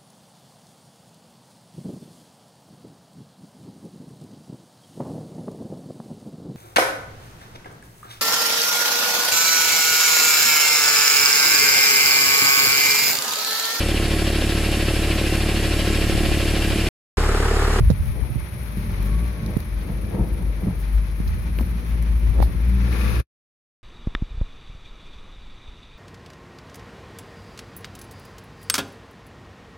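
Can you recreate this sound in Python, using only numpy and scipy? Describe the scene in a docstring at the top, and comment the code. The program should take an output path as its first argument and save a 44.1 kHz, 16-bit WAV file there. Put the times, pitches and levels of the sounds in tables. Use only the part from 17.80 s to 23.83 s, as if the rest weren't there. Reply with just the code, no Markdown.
"""Roadside at a level crossing: a phone's two microphones, an arm's length from a queue of three-cylinder cars.
Wind pops on the ports as the car alongside hisses and exhausts boom. About a second in a car pulls away
and a belt sings. Between two and three seconds tyres thump hardest over the rails; sand crunches under
the treads, with bright ticks here and there. Another engine climbs, more gusts hit, and just after five
seconds the next car draws alongside, its engine bay chattering, before the sound stops abruptly."""
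import sys
import numpy as np
from scipy import signal
from scipy.fft import rfft, irfft, next_fast_len
from scipy.io import wavfile
from scipy.ndimage import uniform_filter1d

SR = 44100
rng = np.random.default_rng(int(sys.argv[2]) if len(sys.argv) > 2 else 0)


def dump_mix(stems):
    """Bounce the given channels to the path in sys.argv[1] as a 16-bit WAV at rate SR."""
    frames = np.atleast_2d(stems).T  # one column per channel
    limited = np.clip(frames, -1, 1)  # hard clip at full scale
    pcm = np.round(limited * 32767).astype(np.int16)
    wavfile.write(sys.argv[1], SR, pcm)


N = 265923
T = np.arange(N) / SR
ARRIVES_S, ARRIVE_TAKES_S = 5.146, 0.036  # the next car noses in beside the phone


def undb(db):
    """Decibels to gain."""
    return 10 ** (np.asarray(db) / 20)


def curves(table):
    """The columns of a table, joined by straight lines in time."""
    times, *columns = np.transpose(table)
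    return [np.interp(T, times, column) for column in columns]


def unit(x):
    """Scale to rms 1."""
    return x / np.sqrt(np.mean(x ** 2))


def place(pan_db):
    """Microphone gains with a mean power of 1; pan_db is always left minus right."""
    gains = undb(np.array([[.5], [-.5]]) * pan_db)
    return gains / np.sqrt(np.mean(gains ** 2, axis=0))


def colour(x, points):
    """Filter by a (freq_hz, gain_db) outline that falls 90 dB an octave outside its ends; rms 1."""
    hz, db = np.transpose(points)
    size = next_fast_len(N)
    octave = np.log2(np.maximum(np.fft.rfftfreq(size, 1 / SR), 1))
    outside = np.abs(octave - np.clip(octave, np.log2(hz[0]), np.log2(hz[-1])))
    gain = undb(np.interp(octave, np.log2(hz), db) - 90 * outside)
    return unit(irfft(rfft(x, size) * gain, size)[..., :N])


def ring(x, hz, width_hz):
    """One resonance, gain 1 at its centre."""
    return signal.lfilter(*signal.iirpeak(min(hz, .45 * SR), hz / width_hz, fs=SR), x)


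def walk(rate_hz):
    """Random drift: steps smoothed twice, spread near 1."""
    hold = int(SR / rate_hz)
    steps = np.repeat(rng.standard_normal(N // hold + 1), hold)
    return 1.3 * uniform_filter1d(uniform_filter1d(steps, hold), hold)[:N]


def cycles(hz, wobble, wobble_hz):
    """Running count of cycles at a pitch that wavers by the share `wobble`."""
    return np.cumsum(hz * (1 + wobble * walk(wobble_hz))) / SR


def air(likeness, lag_s=0.):
    """Noise at both microphones; the part they share reaches the left one lag_s later."""
    common, *own = rng.standard_normal((3, N))
    late = irfft(rfft(common) * np.exp(-2j * np.pi * np.fft.rfftfreq(N, 1 / SR) * lag_s), N)
    return np.sqrt(likeness) * np.array([late, common]) + np.sqrt(1 - likeness) * np.array(own)


def burst(peak_s, swell_s, decay_s):
    """An envelope that swells up to a moment and dies away."""
    return np.exp(np.maximum(np.minimum((T - peak_s) / swell_s, (peak_s - T) / decay_s), -30))


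def handover(middle_s, takes_s):
    """Gain whose power rises smoothly from 0 to 1; a negative takes_s makes it fall."""
    return np.sqrt(.5 + .5 * np.tanh((T - middle_s) / (2 * takes_s)))


def passing(peak_s, half_width_s):
    """Gain of a car going by: a bell around its loudest moment."""
    return 1 / (1 + .5 * ((T - peak_s) / half_width_s) ** 2)


def during(table, fade_s=.05):
    """1 between the first and last moment of a curve, fading outside."""
    return np.clip(1 + np.minimum(T - table[0][0], table[-1][0] - T) / fade_s, 0, 1)


# Fans behind the queue: pitch_hz, level_db, pan_db
FAN_HUMS = [(131.3, -42, -5), (360.6, -55, 12), (593, -56.5, 11)]


def fans():
    """Fans hum in the background, easing by 5 dB between 2 and 4 s."""
    hum = 0
    for hz, db, pan_db in FAN_HUMS:
        tone = np.sqrt(2) * np.sin(2 * np.pi * cycles(hz, .002, 5.9))
        hum += tone * undb(db + walk(0.6)) * place(pan_db)
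    return hum * undb(np.interp(T, [2, 4], [0, -5]))


# A drive belt, left of the phone: time_s, pitch_hz, level_db
BELT_SONG = [(1.18, 1100, -59), (1.27, 1105, -52), (1.37, 1120, -46), (1.47, 1158, -51), (1.54, 1110, -54),
             (1.61, 1097, -50), (1.72, 1090, -60)]


def belt(flutter_db=1.5):
    """A belt sings briefly and roughly as a car pulls away."""
    hz, db = curves(BELT_SONG)
    tone = np.sin(2 * np.pi * cycles(hz, .009, 200))
    return tone * undb(db + flutter_db * walk(62.7)) * during(BELT_SONG) * place(6.5)


# Sand on the road: centre_hz, relative_db
SAND_BANDS = [(1250, -3.5), (2200, -4), (4000, -8), (12000, -2)]


def sand(grains_per_s=900, queue_db=-59.5, next_car_db=-49.5, surge_db=2, patchy_db=4):
    """Treads crush sand: dense tiny cracks in uneven surges, loudest once the next car is alongside."""
    crunch = 0
    for hz, db in SAND_BANDS:
        cracks = (rng.random(N) < grains_per_s / SR) * rng.choice([-1, 1], N)
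        cracks = cracks * undb(np.minimum(rng.exponential(size=N), 4))
        cracks = cracks * place(2 + 6 * rng.standard_normal(N))
        band = unit(ring(ring(cracks, hz, 0.81 * hz), hz, 0.81 * hz))
        crunch += band * undb(db + patchy_db * walk(35))
    gain = np.hypot(undb(queue_db), undb(next_car_db) * handover(ARRIVES_S, ARRIVE_TAKES_S))
    return crunch * gain * undb(surge_db * walk(24))


# Bright ticks and a swell of hiss at the phone: peak_s, level_db, centre_hz, decay_s, pan_db
TICKS_AND_HISS = [(0.1027, -28.5, 5000, 0.00053, 8), (1.226, -38, 14000, .003, 0),
                  (1.6629, -34, 4400, 0.0013, -3.5), (1.662, -39, 13500, 0.0019, -7),
                  (1.773, -26, 10000, 0.00069, 5), (1.8035, -36, 14500, 0.0014, -10),
                  (1.804, -42.5, 4600, .002, -3), (3.479, -41.5, 4560, 0.0081, -3),
                  (3.48, -44.5, 12970, 0.018, 3), (3.7878, -25.5, 2220, 0.0011, 5.5),
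                  (3.79, -44, 13500, .05, 4), (3.7946, -27, 850, 0.0019, -8),
                  (3.811, -40, 12500, 0.002, 10), (3.811, -40.5, 3700, .002, -1),
                  (4.225, -36, 11000, 0.002, -2), (4.627, -39.5, 12000, 0.021, -2),
                  (4.627, -40.5, 4000, 0.022, -1.5), (4.6245, -33.5, 1900, 0.0044, -8),
                  (4.642, -46, 11500, .004, 3)]


def ticks(width_share=0.56, swell_share=0.4):
    """Short bright ticks, each in its own band, and one soft swell of high hiss near 3.8 s."""
    noise = colour(air(0.086), [(200, -9), (11000, -8.5), (14000, -7.5), (15800, -21.5)])
    bursts = 0
    for peak_s, db, hz, decay_s, pan_db in TICKS_AND_HISS:
        band = unit(ring(ring(noise, hz, width_share * hz), hz, width_share * hz))
        bursts += band * undb(db) * burst(peak_s, swell_share * decay_s, decay_s) * place(pan_db)
    return bursts


# Cars rolling past the phone: peak_s, half_width_s, tyre_relative_db, engine_rush_db, rush_pan_db
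PASSING_CARS = [(1.28, 0.37, -44.5, -44.5, 2), (2.35, 0.25, -39.5, -70, -0.5), (4.1, 0.48, -46, -49, 0.5),
                (5.17, 0.17, -42, -38, 5.5)]
# Tread on asphalt, from the roadside: freq_hz, gain_db
TREAD_SPECTRUM = [(120, -30), (200, 0.5), (259, -11), (296, -8), (448, -16), (491, -13), (644, -25.5),
                  (1100, -40.5), (1430, -63), (2420, -120)]


def tyres(queue_db=-48.5, next_car_db=-37, boost_db=3.5):
    """Tread rumbles unevenly on worn asphalt, swelling with each car."""
    power = undb(queue_db) ** 2 + (undb(next_car_db) * handover(ARRIVES_S, ARRIVE_TAKES_S)) ** 2
    power += sum((undb(db) * passing(s, width)) ** 2 for s, width, db, _, _ in PASSING_CARS)
    return colour(air(0.83, 0.00039), TREAD_SPECTRUM) * np.sqrt(power) * undb(boost_db + walk(28))


# How the phone's two microphone ports differ: freq_hz, pan_db
PORT_TILT = [(60, 2.5), (110, 2), (200, -1), (380, 0), (700, 0.5), (1290, 3), (2380, 9.5), (4400, 2),
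             (8120, -4), (15000, 3)]


def ports(x):
    """Each port favours its own bands; both sides come out at rms 1."""
    hz, pan_db = np.transpose(PORT_TILT)
    size = next_fast_len(N)
    gains = place(np.interp(np.fft.rfftfreq(size, 1 / SR), hz, pan_db))
    sides = irfft(rfft(x, size) * gains, size)[:, :N]
    return np.array([unit(side) for side in sides])


# Engine bays along the queue: freq_hz, gain_db
QUEUE_BAY_SPECTRUM = [(500, -8), (850, 4.5), (998, 3.5), (1130, 4), (1220, 2), (1320, 3.5), (1400, 1.5),
                      (2380, 3.5), (2790, -6), (4210, -6.5), (4900, -11), (5970, -11), (6640, -14),
                      (7200, -27), (9360, -52), (15800, -120)]
# The next car's bay, at arm's length: freq_hz, gain_db
NEAR_BAY_SPECTRUM = [(500, 1.5), (850, -10), (1070, -5.5), (1160, 3), (1230, -6.5), (1380, -0.5),
                     (1490, -7.5), (1750, 0), (1900, -12.5), (2550, -1.5), (2770, -10.5), (3280, -15.5),
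                     (3620, -11.5), (5970, -18.5), (7200, -21.5), (9360, -35.5), (15800, -120)]


def bay_rush(firings, throb, leaving, arriving, queue_db=-46, leaving_db=-51.5, next_car_db=-34.5):
    """Engine bays rush and throb with the crank; the arriving one chatters with each firing."""
    power = (undb(queue_db) * place(5)) ** 2
    for peak_s, half_width_s, _, db, pan_db in PASSING_CARS:
        power = power + (undb(db) * passing(peak_s, half_width_s) * place(pan_db)) ** 2
    power += (undb(leaving_db) * leaving * place(14)) ** 2
    queue = np.sqrt(power) * ports(colour(air(0.17, 0.000343), QUEUE_BAY_SPECTRUM))
    near = undb(next_car_db) * arriving * place(5) * ports(colour(air(0.053, 0.00062), NEAR_BAY_SPECTRUM))
    chatter = 1 + 0.064 * np.cos(2 * np.pi * firings)
    return (queue * (1 + 0.11 * throb) + near * chatter) * undb(1.2 * walk(90))


# Fine hiss from the bays, left of the phone: freq_hz, gain_db
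HISS_SPECTRUM = [(5000, -8), (8500, -5.5), (9530, 10), (10000, 13), (13300, 2), (15100, -6), (15800, -30)]


def bay_hiss(throb, leaving, arriving, queue_db=-52, leaving_db=-50.5, next_car_db=-44):
    """Hiss throbs with the crank in the queue and the leaving car; the next car's is even."""
    queue = undb(queue_db) * (1 + 0.89 * throb)
    staying = np.hypot(queue, undb(next_car_db) * arriving) * place(8)
    first_car = undb(leaving_db) * leaving * (1 + throb) * place(14)
    hiss = colour(air(0.23), HISS_SPECTRUM) * np.hypot(staying, first_car)
    return hiss * undb(walk(130) + .5 * walk(8.9))


def engine_bays(firings, crank_hz=21.65, throb_depth=0.23, leaves_s=1.46):
    """Rush and hiss share one crank throb as the first bay goes by and the next arrives."""
    crank = 2 * np.pi * cycles(crank_hz, .02, 1.6)
    throb = throb_depth * (np.cos(crank) + 0.38 * np.cos(2 * crank))
    leaving, arriving = handover(leaves_s, -0.042), handover(ARRIVES_S, ARRIVE_TAKES_S)
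    return bay_rush(firings, throb, leaving, arriving) + bay_hiss(throb, leaving, arriving)


def overtone(firings, multiple, jitter_cycles=.01):
    """One multiple of a firing rate, roughened by firings that come a little early or late."""
    return np.sin(2 * np.pi * (multiple * (firings + jitter_cycles * walk(70)) + rng.random()))


# The next car's hum as it nears the phone: firing_multiple, relative_db
CREEP_OVERTONES = [(2, 1), (3, -8.5), (4, -13), (5, -26.5), (6, -11), (8, -22)]


def creeping_car(firing_hz=58, level_db=-29.5, swell_s=1.3):
    """An engine creeps up at a steady pitch; shielded at first, its upper overtones emerge last."""
    exposed = np.exp(np.minimum(T - ARRIVES_S, 0) / swell_s)
    firings = cycles(firing_hz, .008, 30)
    hum = sum(overtone(firings, k) * undb(db + 2 * walk(13)) * exposed ** k for k, db in CREEP_OVERTONES)
    return hum * undb(level_db)


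# Engines leaving the crossing, one curve each: time_s, firing_hz, level_db, muffling_db_per_octave
PULL_AWAY_CURVES = [
    [(0.95, 43.9, -36, 6), (1.08, 45.16, -30, 5), (1.17, 46.66, -37.5, -1), (1.28, 50.07, -31.5, 4),
     (1.36, 55.94, -30, 6), (1.44, 59.5, -33.5, 0.5), (1.54, 59.98, -44, -6), (1.66, 52.7, -25, 6),
     (1.73, 49.76, -37.5, -8), (1.82, 47.4, -48, -2)],
    [(2.95, 58.1, -44, 14), (3.2, 57.53, -41.5, 11), (3.45, 58.45, -44.5, 10), (3.75, 58.56, -32, 12),
     (4.3, 57.55, -35, 10), (4.68, 60.15, -33, 4.5), (4.8, 61.1, -33.5, 7), (4.92, 64.06, -23.5, 15.5),
     (5.06, 66.9, -28, 10.5), (5.14, 68.2, -37, 17), (5.25, 64.5, -50.5, 13)],
]
# Resonances of the exhaust pipe: freq_hz, gain_db
PIPE_SPECTRUM = [(55, -4), (95, 3), (132, -14), (172, -3), (205, -1), (238, -10), (268, -17), (298, -12),
                 (350, -18), (430, -15), (520, -20), (700, -26), (900, -42)]


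def pull_away(curve, muffle_from_hz=187, flutter_db=2.5):
    """Multiples of a gliding firing rate, each swelling as it crosses a pipe resonance."""
    hz, db, muffling = curves(curve)
    pipe_hz, pipe_db = np.transpose(PIPE_SPECTRUM)
    firings = cycles(hz, 0.0047, 30)
    drone = 0
    for k in range(1, 14):
        octaves_up = np.log2(np.maximum(k * hz / muffle_from_hz, 1))
        overtone_db = np.interp(k * hz, pipe_hz, pipe_db) - muffling * octaves_up
        drone += overtone(firings, k) * undb(overtone_db + flutter_db * walk(14))
    return drone * undb(db) * during(curve)


# Wind on the phone: peak_s, level_db, swell_s, decay_s, pan_db
WIND_BUFFETS = [(0.031, -8.5, 0.023, 0.073, 3.5), (.21, -21.5, .02, 0.039, -1),
                (0.31, -22, 0.044, 0.039, 8), (.43, -17.5, 0.05, 0.026, 30),
                (.59, -24.5, 0.082, 0.037, -10), (4.51, -13, 0.019, 0.012, 3.5),
                (4.61, -18.5, 0.016, 0.15, 5), (5.369, -16.5, 0.06, 0.033, -19)]
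# Its rumble: freq_hz, gain_db
BUFFET_SPECTRUM = [(28, -29.5), (48, -6), (65, -4.5), (110, -20.5), (170, -31), (260, -37.5)]


def wind_gusts():
    """Longer buffets of wind rumble on the microphones."""
    gain = sum(undb(db) * burst(s, swell, decay) * place(pan) for s, db, swell, decay, pan in WIND_BUFFETS)
    return gain * colour(air(0.61), BUFFET_SPECTRUM)


# Eddies right on the microphone ports: start_s, level_db, pitch_hz, decay_s, crackle_relative_db, pan_db
PORT_POPS = [(.005, -4, 126, 0.0078, -37, -28), (0.1016, -2, 190.6, 0.0051, -20, -32),
             (0.1003, -11, 106, 0.01, -43, 1), (0.1018, -14.5, 490, 0.0041, -40, -21),
             (0.1122, -5.5, 126, 0.0095, -25, -15), (0.501, -16.5, 115, 0.04, -41, -42),
             (0.556, -7, 142, 0.0052, -43, -34), (1.7668, -0.5, 154, 0.0032, -30, -18),
             (3.401, -8, 177, 0.0037, -28, -19), (3.462, -19, 79.8, 0.12, -41, -27.5),
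             (3.7868, -19.5, 300, 0.0029, -20, -12), (3.809, -12.5, 222, 0.005, -17.5, 7),
             (4.6017, -3.5, 560, 0.0008, -29, -20), (4.6222, -21, 640, 0.0029, -21, -8),
             (4.6262, -8, 831, 0.0015, -25.5, -24)]
# Their crackle: freq_hz, gain_db
CRACKLE_SPECTRUM = [(200, -4), (550, 18.5), (950, -18.5), (1600, -26), (4000, -8), (7000, -16),
                    (13000, -17.5), (16000, -41.5)]


def wind_pops(snap_db=14, snap_hz=650, snap_s=0.00049, lead_s=0.00063, crackle_s=0.0048):
    """An eddy knocks a port with a hard snap, a few damped swings and a crackle."""
    knocks, crackle = 0, 0
    for start_s, db, hz, decay_s, crackle_db, pan_db in PORT_POPS:
        age = np.maximum(T - start_s, 0)
        gain = undb(db) * place(pan_db)
        snap = undb(crackle_db + snap_db) * np.sin(2 * np.pi * snap_hz * age) * np.exp(-age / snap_s)
        after = np.maximum(age - lead_s, 0)
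        swings = (1 - np.exp(-after * hz * 6)) * np.sin(2 * np.pi * hz * after) * np.exp(-after / decay_s)
        knocks += gain * (swings - snap)
        crackle += gain * undb(crackle_db + 0.5) * burst(start_s + 0.0012, 0.0006, crackle_s)
    return knocks + crackle * colour(air(0.074), CRACKLE_SPECTRUM)


# Wheels on the rails and joints: start_s, thump_relative_db, scrub_db, scrub_swell_s, scrub_decay_s, pan_db
RAIL_HITS = [(0.356, -32, -38, 0.011, 0.15, -2), (0.971, -19, -57, 0.018, .07, -1.5),
             (1.684, -24, -40.5, 0.02, 0.1, 0), (2.097, -19.5, -37, 0.054, 0.05, -0.5),
             (2.344, -16.5, -30.5, 0.04, 0.042, 2), (2.395, -12, -30, 0.0083, 0.052, 1),
             (2.606, -23.5, -42.5, 0.044, 0.2, -2), (2.832, -17, -39, 0.034, 0.03, -2),
             (2.869, -10, -31.5, 0.0054, 0.037, -0.5), (4.594, -20.5, -29.5, 0.039, 0.057, -15.5)]
# Tyre carcass and air cavity: pitch_hz, t60_s, relative_db
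TYRE_RESONANCES = [(126.5, 0.15, 3), (169, 0.3, -4.5), (186.7, 0.12, 5.5), (285.4, 0.05, -2.5),
                   (368.6, 0.13, -30)]
# Tread scrubbing the crossing's deck: freq_hz, gain_db
SCRUB_SPECTRUM = [(160, -13), (280, 4), (560, -4), (801, -10.5), (893, -8.5), (1100, -19), (1300, -15.5),
                  (1410, -36), (1800, -23.5), (2340, -66), (3960, -120)]


def rail_bumps(thump_db=-6.5, contact_s=.002, body_hz=46.44, body_db=-11, rise_s=0.009, fall_s=0.12):
    """Each wheel drops on a rail: the carcass rings, the car body booms and the tread scrubs."""
    thumps, scrub = 0, 0
    for start_s, db, scrub_db, swell_s, decay_s, pan_db in RAIL_HITS:
        age = np.clip(T - start_s, 0, 1)
        carcass = 0
        for hz, t60_s, mode_db in TYRE_RESONANCES:
            detuned_hz = hz * (1 + 0.036 * rng.standard_normal())
            carcass += undb(mode_db - 60 * age / t60_s) * np.sin(2 * np.pi * detuned_hz * age)
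        body = undb(body_db) * np.sin(2 * np.pi * body_hz * age) * burst(start_s + rise_s, rise_s, fall_s)
        contact = 1 - np.exp(-age / contact_s)
        thumps -= undb(db) * (carcass + body) * contact * place(pan_db)
        scrub += undb(scrub_db) * burst(start_s, swell_s, decay_s) * place(pan_db)
    return undb(thump_db) * thumps + scrub * colour(air(0.6), SCRUB_SPECTRUM) * undb(1.9 * walk(200))


def cylinder_pulses(firings, scatter_db=2):
    """One pulse a firing; three unequal cylinders put weaker lines between the overtones."""
    count = firings.astype(int)
    cylinders = 1 + np.cos(2 * np.pi * np.arange(count[-1] + 1) / 3)
    strength = cylinders * undb(scatter_db * rng.standard_normal(len(cylinders)))
    return np.diff(count, prepend=0) * strength[count]


# The nearest engine, an arm's length away: time_s, firing_hz
FIRING_RATE = [(0.15, 59.64), (0.69, 61.5), (1.15, 46.73), (1.28, 50.13), (1.47, 59.87), (1.69, 49.5),
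               (2.07, 48.33), (2.32, 54.26), (2.5, 50.93), (2.89, 48.78), (4.14, 56.08), (4.78, 53.14),
               (4.87, 59.14), (5.38, 61.25)]
# Low boom of the engines together at the phone, swelling and dipping: time_s, relative_db
BOOM_LEVEL = [(0.65, -34.5), (1.2, -22), (1.29, -19.5), (1.5, -23), (1.58, -29), (1.83, -30.5), (1.98, -19),
              (2.06, -35), (2.14, -24), (2.36, -31), (2.42, -14.5), (2.48, -32), (2.52, -16.5), (2.59, -28),
              (2.65, -16), (2.8, -28.5), (2.93, -25), (3.21, -15.5), (3.35, -23.5), (4.54, -16),
              (4.61, -10.5), (4.75, -27), (4.89, -16), (5.38, -17.5)]
# Low overtones of the nearest exhaust: firing_multiple, relative_db
EXHAUST_OVERTONES = [(2, -9), (3, -3.5), (4, -8), (6, -20.5), (7, -11.5)]
# Exhaust pulses from the roadside: freq_hz, gain_db
EXHAUST_SPECTRUM = [(50, -26), (85, 3.5), (122, 2), (146, -1.5), (193, -5), (258, -24.5), (352, -24.5),
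                    (450, -28.5), (492, -26.5), (641, -24.5), (700, -33), (910, -63), (1540, -120)]


def exhausts(firing_hz, firings, boom_db_per_hz_s=0.119, load_db_per_hz_s=0.0457, load_smooth_s=0.68):
    """The exhausts boom together at the nearest engine's firing rate, louder as it speeds up."""
    boom_db, = curves(BOOM_LEVEL)
    window = int(load_smooth_s * SR)
    speeding = uniform_filter1d(np.maximum(np.gradient(firing_hz) * SR, 0), int(.15 * SR))  # Hz/s
    load_db = -36 + load_db_per_hz_s * uniform_filter1d(speeding, window)
    boom_gain = undb(boom_db - 1.66 + boom_db_per_hz_s * speeding + 2 * walk(21.67))
    boom = np.sqrt(2) * np.sin(2 * np.pi * firings) * boom_gain
    pulses = undb(-4) * colour(cylinder_pulses(firings), EXHAUST_SPECTRUM)
    # a strongly pulling engine hums more cleanly
    pull = .5 + .5 * np.tanh((uniform_filter1d(boom_db, window) + 21) / 5)
    hum = 0
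    for k, db in EXHAUST_OVERTONES:
        hum += np.sin(2 * np.pi * (k * firings + rng.random())) * undb(db + 2 * walk(16))
    pipe = (pulses + pull * hum) * place(-2.5)
    # the cars farther off blur into a rumble
    rumble = undb(-2 - 2 * pull) * colour(air(0.9, 0.000067), EXHAUST_SPECTRUM) * undb(2 * walk(21))
    deep_bass = colour(air(0.78), [(24, -25.5), (33, -12), (43, -34.5), (68, -4.5), (95, -25)])
    return boom * place(4) + deep_bass * undb(-21 + .5 * boom_db) + undb(load_db) * (pipe + rumble)


def scene():
    """The crossing as it reaches the phone: engines, road and wind."""
    firing_hz, = curves(FIRING_RATE)
    firings = cycles(firing_hz, 0.01217, 25)
    engines = exhausts(firing_hz, firings)
    drones = (sum(pull_away(curve) for curve in PULL_AWAY_CURVES) + creeping_car()) * place(-1)
    queue = tyres() + sand() + engine_bays(firings) + fans() + belt()
    return engines + drones + queue + rail_bumps() + wind_pops() + wind_gusts() + ticks()


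def record(dry, notch_hz=7750, notch_width_hz=1100, stop_s=5.402, low_hz=22, top_hz=15800):
    """The ports swallow a narrow treble band; the sound stops abruptly; deep bass and top are cut."""
    for _ in range(2):
        dry = dry - ring(dry, notch_hz, notch_width_hz)
    dry = dry * np.exp(-np.clip((T - stop_s) / 0.0073, 0, 30))
    dry = signal.sosfilt(signal.butter(1, low_hz, "high", fs=SR, output="sos"), dry)
    return signal.sosfilt(signal.ellip(8, .2, 80, top_hz, fs=SR, output="sos"), dry)


dry = scene()
out = record(dry)
dump_mix(out)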